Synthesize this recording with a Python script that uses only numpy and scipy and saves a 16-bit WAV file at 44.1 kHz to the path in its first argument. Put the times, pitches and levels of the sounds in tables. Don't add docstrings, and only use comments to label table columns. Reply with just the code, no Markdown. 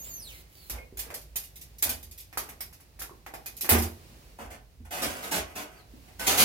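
import sys
import numpy as np
from scipy import signal
from scipy.fft import rfft, irfft, next_fast_len
from scipy.io import wavfile
from scipy.ndimage import map_coordinates

SR = 44100
rng = np.random.default_rng(int(sys.argv[2]) if len(sys.argv) > 2 else 0)


def materialize(psi):
    bounded = np.clip(np.atleast_2d(psi).T, -1, 1)
    quanta = np.round(bounded * 32767).astype(np.int16)
    wavfile.write(sys.argv[1], SR, quanta)


N = 284312

TOP_HZ = 16100
T = np.arange(int(.7 * SR)) / SR


def amp(db):
    return 10 ** (np.asarray(db) / 20)


def unit(x):
    return x / np.sqrt(np.mean(x ** 2) + 1e-20)


def burst(x, seconds):
    energy = np.sum(np.atleast_2d(x) ** 2, 1).mean()
    return x / np.sqrt(energy / (seconds * SR) + 1e-20)


def along(points, hz):
    f, v = np.transpose(points)
    return np.interp(np.log(hz + 1), np.log(f + 1), v)


def wobble(rate, size):
    knots = rng.standard_normal(int(size * rate / SR) + 4)
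    return map_coordinates(knots, [np.arange(size) * rate / SR])


def swell(t, middle, half):
    return np.cos(np.pi / 2 * np.clip((t - middle) / half, -1, 1))


def add(track, s, sound):
    start = max(round(s * SR), 0)
    track[:, start:start + sound.shape[-1]] += sound[..., :N - start]


def colour(x, spectrum, modes=(), ring_db=0):
    size = next_fast_len(x.shape[-1] // 2 + 2048) * 2
    hz = np.fft.rfftfreq(size, 1 / SR)
    peaks = sum(amp(db + ring_db) ** 2 / (1 + (2 * (hz - f) / width) ** 2) for f, width, db in modes)
    gain = amp(along(spectrum, hz)) * np.sqrt(1 + peaks)
    cepstrum = irfft(np.log(np.maximum(gain, 1e-6)))
    cepstrum[1:size // 2] *= 2
    cepstrum[size // 2 + 1:] = 0
    return irfft(rfft(x, size) * np.exp(rfft(cepstrum)), size)[..., :x.shape[-1]]


def diffuse(size):
    # frequency in Hz, left-right likeness from -1 to 1.
    likeness = [(60, 0.96), (125, 0.89), (250, 0.66), (500, 0.64), (1000, -0.19), (2000, 0.0077),
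                (12000, 0.021)]
    z = rfft(rng.standard_normal((2, size)))
    turn = np.arccos(np.clip(along(likeness, np.fft.rfftfreq(size, 1 / SR)), -1, 1)) / 2
    mid, side = irfft(z * [np.cos(turn), np.sin(turn)], size)
    return np.array([mid + side, mid - side])


def shelter(x, direct_db, build_s=0.00045):
    # frequency in Hz, time to die by 60 dB in seconds.
    wall_decay = [(100, 0.38), (500, 0.38), (2000, 0.25), (6000, 0.2), (15000, 0.13)]
    hz, t, z = signal.stft(diffuse(SR // 2), SR, nperseg=256)
    fade = amp(-60 * t / along(wall_decay, hz)[:, None])
    tail = signal.istft(z * fade, SR, nperseg=256)[1]
    tail *= 1 - np.exp(-T[:tail.shape[1]] / build_s)
    tail /= np.linalg.norm(tail[0])
    tail[[0, 1], [rng.integers(4, 13), 0]] += amp(direct_db)
    return signal.fftconvolve(x[None], tail, axes=1)[:, :len(x)]


def grains(rate, spread_db):
    sizes = amp(spread_db * np.minimum(rng.exponential(size=len(T)), 4)) * rng.standard_normal(len(T))
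    return unit(sizes * (rng.random(len(T)) < rate / SR))


def struck(modes, attack_s):
    ring = 0
    for hz, db, t60 in modes:
        ring = ring + amp(db + rng.normal() - 60 * T / t60) * np.sin(2 * np.pi * hz * T)
    return ring * (1 - np.exp(-T / attack_s))


def background(rumble_db=-55, air_db=-63.0, drift_db=1):
    # frequency in Hz, relative level in dB per Hz.
    rumble_tone = [(15, -30), (32, -14), (44, -7.5), (53, 7), (64, -3), (80, -4), (105, -11), (160, -11.5),
                   (400, -96)]
    air_tone = [(20, -22), (100, -2), (200, -4.5), (400, -8), (800, -12.5), (1400, -17.5), (2100, -16.5),
                (2700, -15.5), (3300, -19), (4500, -17.5), (8000, -23), (15500, -22.5)]
    # middle in seconds, half length in seconds, peak level in dB.
    swells = [(0, 0.53, -54.5), (1.906, 2.75, -64.5), (3.974, 0.59, -55.5), (6.144, 0.47, -57.5)]
    rumble = unit(colour(diffuse(N), rumble_tone)) * amp(rumble_db + 0.59 * wobble(5.54, N))
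    stir = sum(amp(db) * swell(np.arange(N) / SR, s, half) for s, half, db in swells)
    air = unit(colour(diffuse(N), air_tone)) * np.hypot(amp(air_db), stir)
    return rumble + air * amp(drift_db * wobble(13, N))


def hinge(track, overtones_db=(-2, -3, -10, -12), jitter_hz=105, flutter_db=2.5):
    # time in seconds, pitch in Hz before jitter.
    glide = [(0.0, 6306), (0.072, 7533), (0.12, 6621), (0.19, 5930), (0.234, 4730), (0.246, 4312),
             (0.264, 4155), (0.312, 2657), (0.34, 2069)]
    # frequency in Hz, gain in dB.
    bracket = [(1000, -10), (2200, 2.5), (3800, 3), (5200, -5), (6500, 2), (8200, -4.5), (10000, 2),
               (12500, 4), (16000, -6)]
    # middle in seconds, half length in seconds, peak level in dB.
    rubs = [(.066, 0.039, -49), (0.338, 0.11, -51.5), (0.63, 0.17, -57)]
    squeal_db, hold_s, fade_db_per_s = -46.5, .25, 148
    pitch = np.interp(T, *np.transpose(glide)) + jitter_hz * wobble(1100, len(T))
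    phase = 2 * np.pi * np.cumsum(pitch) / SR
    squeal = 0
    for k, db in enumerate(overtones_db, 1):
        squeal = squeal + amp(db) * np.sin(k * phase) * (k * pitch < TOP_HZ)
    level = squeal_db - fade_db_per_s * np.maximum(T - hold_s, 0)
    squeal = colour(squeal, bracket) * amp(level + flutter_db * wobble(119.5, len(T)))
    rub_tone = [(100, -32), (350, 10), (700, -4), (1200, 0), (2300, 7), (4000, 6),
                (7000, 2), (12000, 9), (16000, 10.5)]
    rub = unit(colour(grains(5000, 3.4), rub_tone))
    rub *= sum(amp(db) * swell(T, s, half) for s, half, db in rubs)
    add(track, 0, shelter(squeal, direct_db=3))
    add(track, 0, shelter(rub, direct_db=2.5))


def bird(track):
    # start in seconds, length in seconds, from Hz, to Hz, level in dB before the walls.
    whistles = [(.07, 0.11, 4850, 4100, -59), (0.531, 0.17, 4800, 4025, -58),
                (5.748, 0.088, 4940, 3780, -61)]
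    for s, length, from_hz, to_hz, db in whistles:
        pitch = np.interp(T, [0, length], [from_hz, to_hz]) * (1 + .028 * wobble(1100, len(T)))
        arch = np.sin(np.pi * np.minimum(T / length, 1))
        whistle = np.sin(2 * np.pi * np.cumsum(pitch) / SR) * arch
        add(track, s, amp(db) * shelter(whistle, direct_db=-3))


def contacts(track, tick_db=-5, clack_db=-3, sheen_db=7):
    # start in seconds, strength in dB, clack in dB before its trim.
    touches_of_steel = [(.6973, -29, -44.5), (.9715, -34, -52), (.991, -27.5, -47), (1.1034, -46.5, -42),
                        (1.1403, -31, -45), (1.214, -50, -74), (1.3573, -24, -45), (1.5571, -41.5, -83),
                        (1.6113, -40.5, -81), (1.8236, -15.5, -42.5), (1.8309, -25, -36.5),
                        (1.8915, -21, -64), (2.0279, -42, -63), (2.1107, -43, -78), (2.1767, -39.5, -69),
                        (2.199, -43, -74), (2.3278, -50, -46.5), (2.3733, -25, -34), (2.4892, -41.5, -45.5),
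                        (2.6056, -30.5, -45.5), (2.7272, -47.5, -57), (2.801, -53, -59),
                        (2.9919, -34.5, -49), (3.0184, -33, -42.5), (3.2637, -47.5, -41),
                        (3.3389, -41.5, -42.5), (3.4596, -32, -45.5), (3.5658, -39.5, -74),
                        (3.6088, -23.5, -50.5), (3.6451, -35, -36), (3.6911, -13, -23.5),
                        (3.7061, -16, -29), (3.721, -19, -26), (3.7822, -25.5, -52), (3.8215, -27, -38)]
    # frequency in Hz, relative level in dB per Hz.
    tick_tone = [(5000, -43), (8500, -11), (10500, -3.5), (11100, 1), (12000, 0.5), (15100, 0.5),
                 (16000, -16.5)]
    ring_tone = [(1120, -51), (1900, -9), (3210, -7), (3930, -4.5), (4230, -6), (4530, -3), (6830, -3),
                 (8250, -7.5), (9500, -9), (12400, -14.5), (20900, -120)]
    clack_tone = [(120, -26.5), (300, 1), (560, -3), (760, 0.5), (1100, -2), (1450, -0.5), (2000, 2),
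                  (2700, -5.5), (4000, -15.5), (9000, -19)]
    sheen_tone = [(9000, -40), (12500, 1), (14500, 9), (16000, -3)]
    # frequency in Hz, width in Hz, height in dB before ring_db.
    arms = [(773, 45, 1), (1120, 17, 6), (1650, 40, -15.5), (2480, 63, 4.5), (2560, 50, -17),
            (3490, 100, -2.5), (5180, 140, -1.5), (5950, 165, -3), (9300, 180, -6.5), (12600, 430, 3.5),
            (12400, 260, -15), (14200, 220, -2)]
    ring_at_full_db, ring_grows = -16, 0.83
    rise_s, chatter_s = 0.0008, 0.0064
    settle_db, settle_s = -19.5, 0.049
    impulse = signal.unit_impulse(len(T) // 8)
    tick, ring, clack, sheen = [burst(colour(impulse, tone, arms, ring_db=1.0), 0.019)
                                for tone in (tick_tone, ring_tone, clack_tone, sheen_tone)]
    blow = np.pad(clack, (0, len(T) - len(clack)))

    def chatter(db):
        fade = np.exp(-T / chatter_s) + amp(settle_db) * np.exp(-T / settle_s)
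        touches = grains(4000, 3.1) * (1 - np.exp(-T / rise_s)) * fade
        steel = amp(db + tick_db) * tick + amp(ring_at_full_db + ring_grows * db) * ring
        steel += amp(2 * db + sheen_db) * sheen
        sound = signal.fftconvolve(touches / np.linalg.norm(touches), steel)[:len(T)]
        return shelter(sound, direct_db=-6.5, build_s=.0008)

    for s, db, clack_level in touches_of_steel:
        firm = amp(clack_level + clack_db) * shelter(blow, direct_db=-5.5)
        add(track, s, chatter(db) + firm)
    start, end = 1.42, 1.8
    jingles_per_s, jingle_db = 5.9, -44.5
    for place, size in rng.random((int(jingles_per_s * (end - start)), 2)):
        add(track, start + place * (end - start), chatter(jingle_db + 5 * size))


def scrapes(track, stroke_db=-4.5, fade_db=7, judder_db=0.8):
    # start in seconds, length in seconds,
    # pressure in dB before stroke_db.
    slides = [(0.7, 0.083, -45.5), (1.01, 0.12, -52), (1.839, 0.069, -38.5), (2.401, 0.12, -53.5),
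              (3.696, 0.066, -26.5), (3.762, 0.084, -42), (4.382, 0.075, -42.5)]
    rummaging = [(4.499, 0.046, -44.5), (4.847, 0.009, -46.5), (4.905, 0.17, -37), (5.014, 0.041, -30),
                 (5.075, 0.13, -39.5), (5.221, 0.066, -38), (5.308, 0.079, -30.5), (5.41, 0.39, -51),
                 (5.551, 0.072, -37.5), (5.639, 0.16, -60.5), (6.074, 0.016, -52.5), (6.19, 0.082, -35.5),
                 (6.263, 0.044, -25), (6.298, 0.2, -31), (6.375, 0.059, -22.5)]
    # frequency in Hz, relative level in dB per Hz.
    grit_tone = [(1200, -28.5), (2500, -3), (3600, 1), (5000, -1.5), (7000, -2), (11000, -0.5), (13000, 0),
                 (15800, -7)]
    body_tone = [(65, -35), (110, -10), (232, -4.5), (380, -4), (451, -3.5), (512, -4), (738, -0.5),
                 (1130, -3), (1490, -7), (1630, -7.5), (2010, -4), (3200, -12), (4160, -17), (7040, -120)]
    # frequency in Hz, width in Hz, height in dB before ring_db.
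    hollow = [(255, 82, -2), (464, 7.4, -2), (604, 51, -3.5), (663, 6.9, 2.5), (734, 25, -2.5),
              (1260, 18, -3), (1520, 115, 1), (1523, 27, -13), (2650, 40, -32), (2820, 13, -13),
              (6340, 100, -3.5), (9800, 37, -16)]
    slide_grit_db = -6
    grit_db, grit_grows = 19, 1.456
    rise_s, stop_s = 0.0063, 0.026
    impulse = signal.unit_impulse(len(T) // 8)
    grit, body = [colour(impulse, tone, hollow, ring_db=6) for tone in (grit_tone, body_tone)]
    strokes = [(s, length, db, db + slide_grit_db) for s, length, db in slides]
    strokes += [(s, length, db, grit_db + grit_grows * db) for s, length, db in rummaging]
    for s, length, body_level, grit_level in strokes:
        force = np.interp(T, [0, rise_s, length, length + stop_s], [0, 1, amp(-fade_db), 0])
        surface = amp(grit_level) * burst(grit, length) + amp(body_level) * burst(body, length)
        catches = force * amp(judder_db * wobble(109, len(T))) * grains(5000, 2.17)
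        sound = signal.fftconvolve(catches / np.linalg.norm(catches), surface)[:len(T)]
        add(track, s, amp(stroke_db) * shelter(sound, direct_db=-7.5))


def booms(track, floor_db=0, cart_db=-2, drum_db=-3, panel_db=-5):
    # start in seconds, floor thud in dB, cart boom in dB, both before their trims.
    heavy_contacts = [(0.708, -36, -44), (0.938, -43.5, -51), (1.848, -51, -39.5), (1.918, -50, -40),
                      (2.039, -55, -42.5), (3.714, -38, -18), (3.791, -46, -28), (4.442, -43, -43),
                      (4.802, -75, -42.5), (5.05, -44, -41), (5.37, -43, -39), (6.28, -52, -37),
                      (6.384, -54, -37.5)]
    # frequency in Hz, relative level in dB, time to die by 60 dB in seconds.
    floor_modes = [(56, 3.5, 0.31), (38, -13, 0.12)]
    cart_modes = [(79.9, 9.5, 0.31), (93, -5, 0.49)]
    drum_modes = [(233.5, 0, 0.33)]
    panel_modes = [(191.2, -13, 0.43), (298, 3, 0.1), (344.4, -2.5, 0.32), (365.4, -5, 0.29),
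                   (416, -7, 0.235), (444, -0.5, 0.14), (584, -24, 0.56), (610, -30, 0.2), (790, -12, 0.31),
                   (800, -10, 0.29), (1078, -20, 0.37)]
    flex_db, flex_grows = 6, 1.584
    for s, thud_level, boom_level in heavy_contacts:
        thud = burst(struck(floor_modes, attack_s=0.026), 0.032)
        cart = burst(struck(cart_modes, attack_s=0.019), 0.024)
        drum = burst(struck(drum_modes, attack_s=0.013), 0.033)
        panel = burst(shelter(struck(panel_modes, attack_s=0.0043), direct_db=1.0), 0.039)
        add(track, s, amp(thud_level + floor_db) * thud + amp(boom_level + cart_db) * cart)
        flex = amp(flex_db + flex_grows * boom_level)
        add(track, s, flex * (amp(drum_db) * drum + amp(panel_db) * panel))


def lid(track):
    # frequency in Hz, relative level in dB, time to die by 60 dB in seconds.
    dome = [(486, -4.5, 0.081), (520, -6, 0.082), (2170, -3, 0.12), (2440, -6, 0.11)]
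    seat_s, seat_db = .779, -45
    ring = shelter(struck(dome, attack_s=.002), direct_db=-7)
    add(track, seat_s, amp(seat_db) * burst(ring, 0.027))


def knocks(track, knock_db=-4):
    # start in seconds, level in dB before knock_db,
    # pitch in Hz.
    damped_contacts = [(.925, -45.5, 385), (1.066, -47, 456), (1.124, -42, 590), (2.3731, -33, 1220),
                       (3.016, -42, 1450), (3.095, -46, 1070), (3.11, -46.5, 370), (3.264, -43, 764),
                       (3.338, -37.5, 777), (3.634, -42, 323), (3.748, -29, 1870), (4.389, -42, 900),
                       (4.802, -47.5, 240), (5.937, -45.5, 265)]
    decay_cycles = 1.9
    for s, db, hz in damped_contacts:
        knock = np.sin(2 * np.pi * hz * T) * np.exp(-T * hz / decay_cycles)
        add(track, s, amp(db + knock_db) * burst(shelter(knock, direct_db=-0.5), 0.025))


def scene():
    track = background()
    for source in (hinge, bird, contacts, scrapes, booms, lid, knocks):
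        source(track)
    return track


def record(dry):
    # frequency in Hz, left minus right in dB.
    lean = [(60, -2.5), (2000, -1.24), (8000, -2), (13000, -3)]
    size = next_fast_len(N + SR // 2)
    hz = np.fft.rfftfreq(size, 1 / SR)
    sides = amp(np.outer([.5, -.5], along(lean, hz)))
    band = np.clip((TOP_HZ - hz) / 200 + .5, 0, 1)
    return irfft(rfft(dry, size) * sides * band, size)[:, :N]


dry = scene()
out = record(dry)
materialize(out)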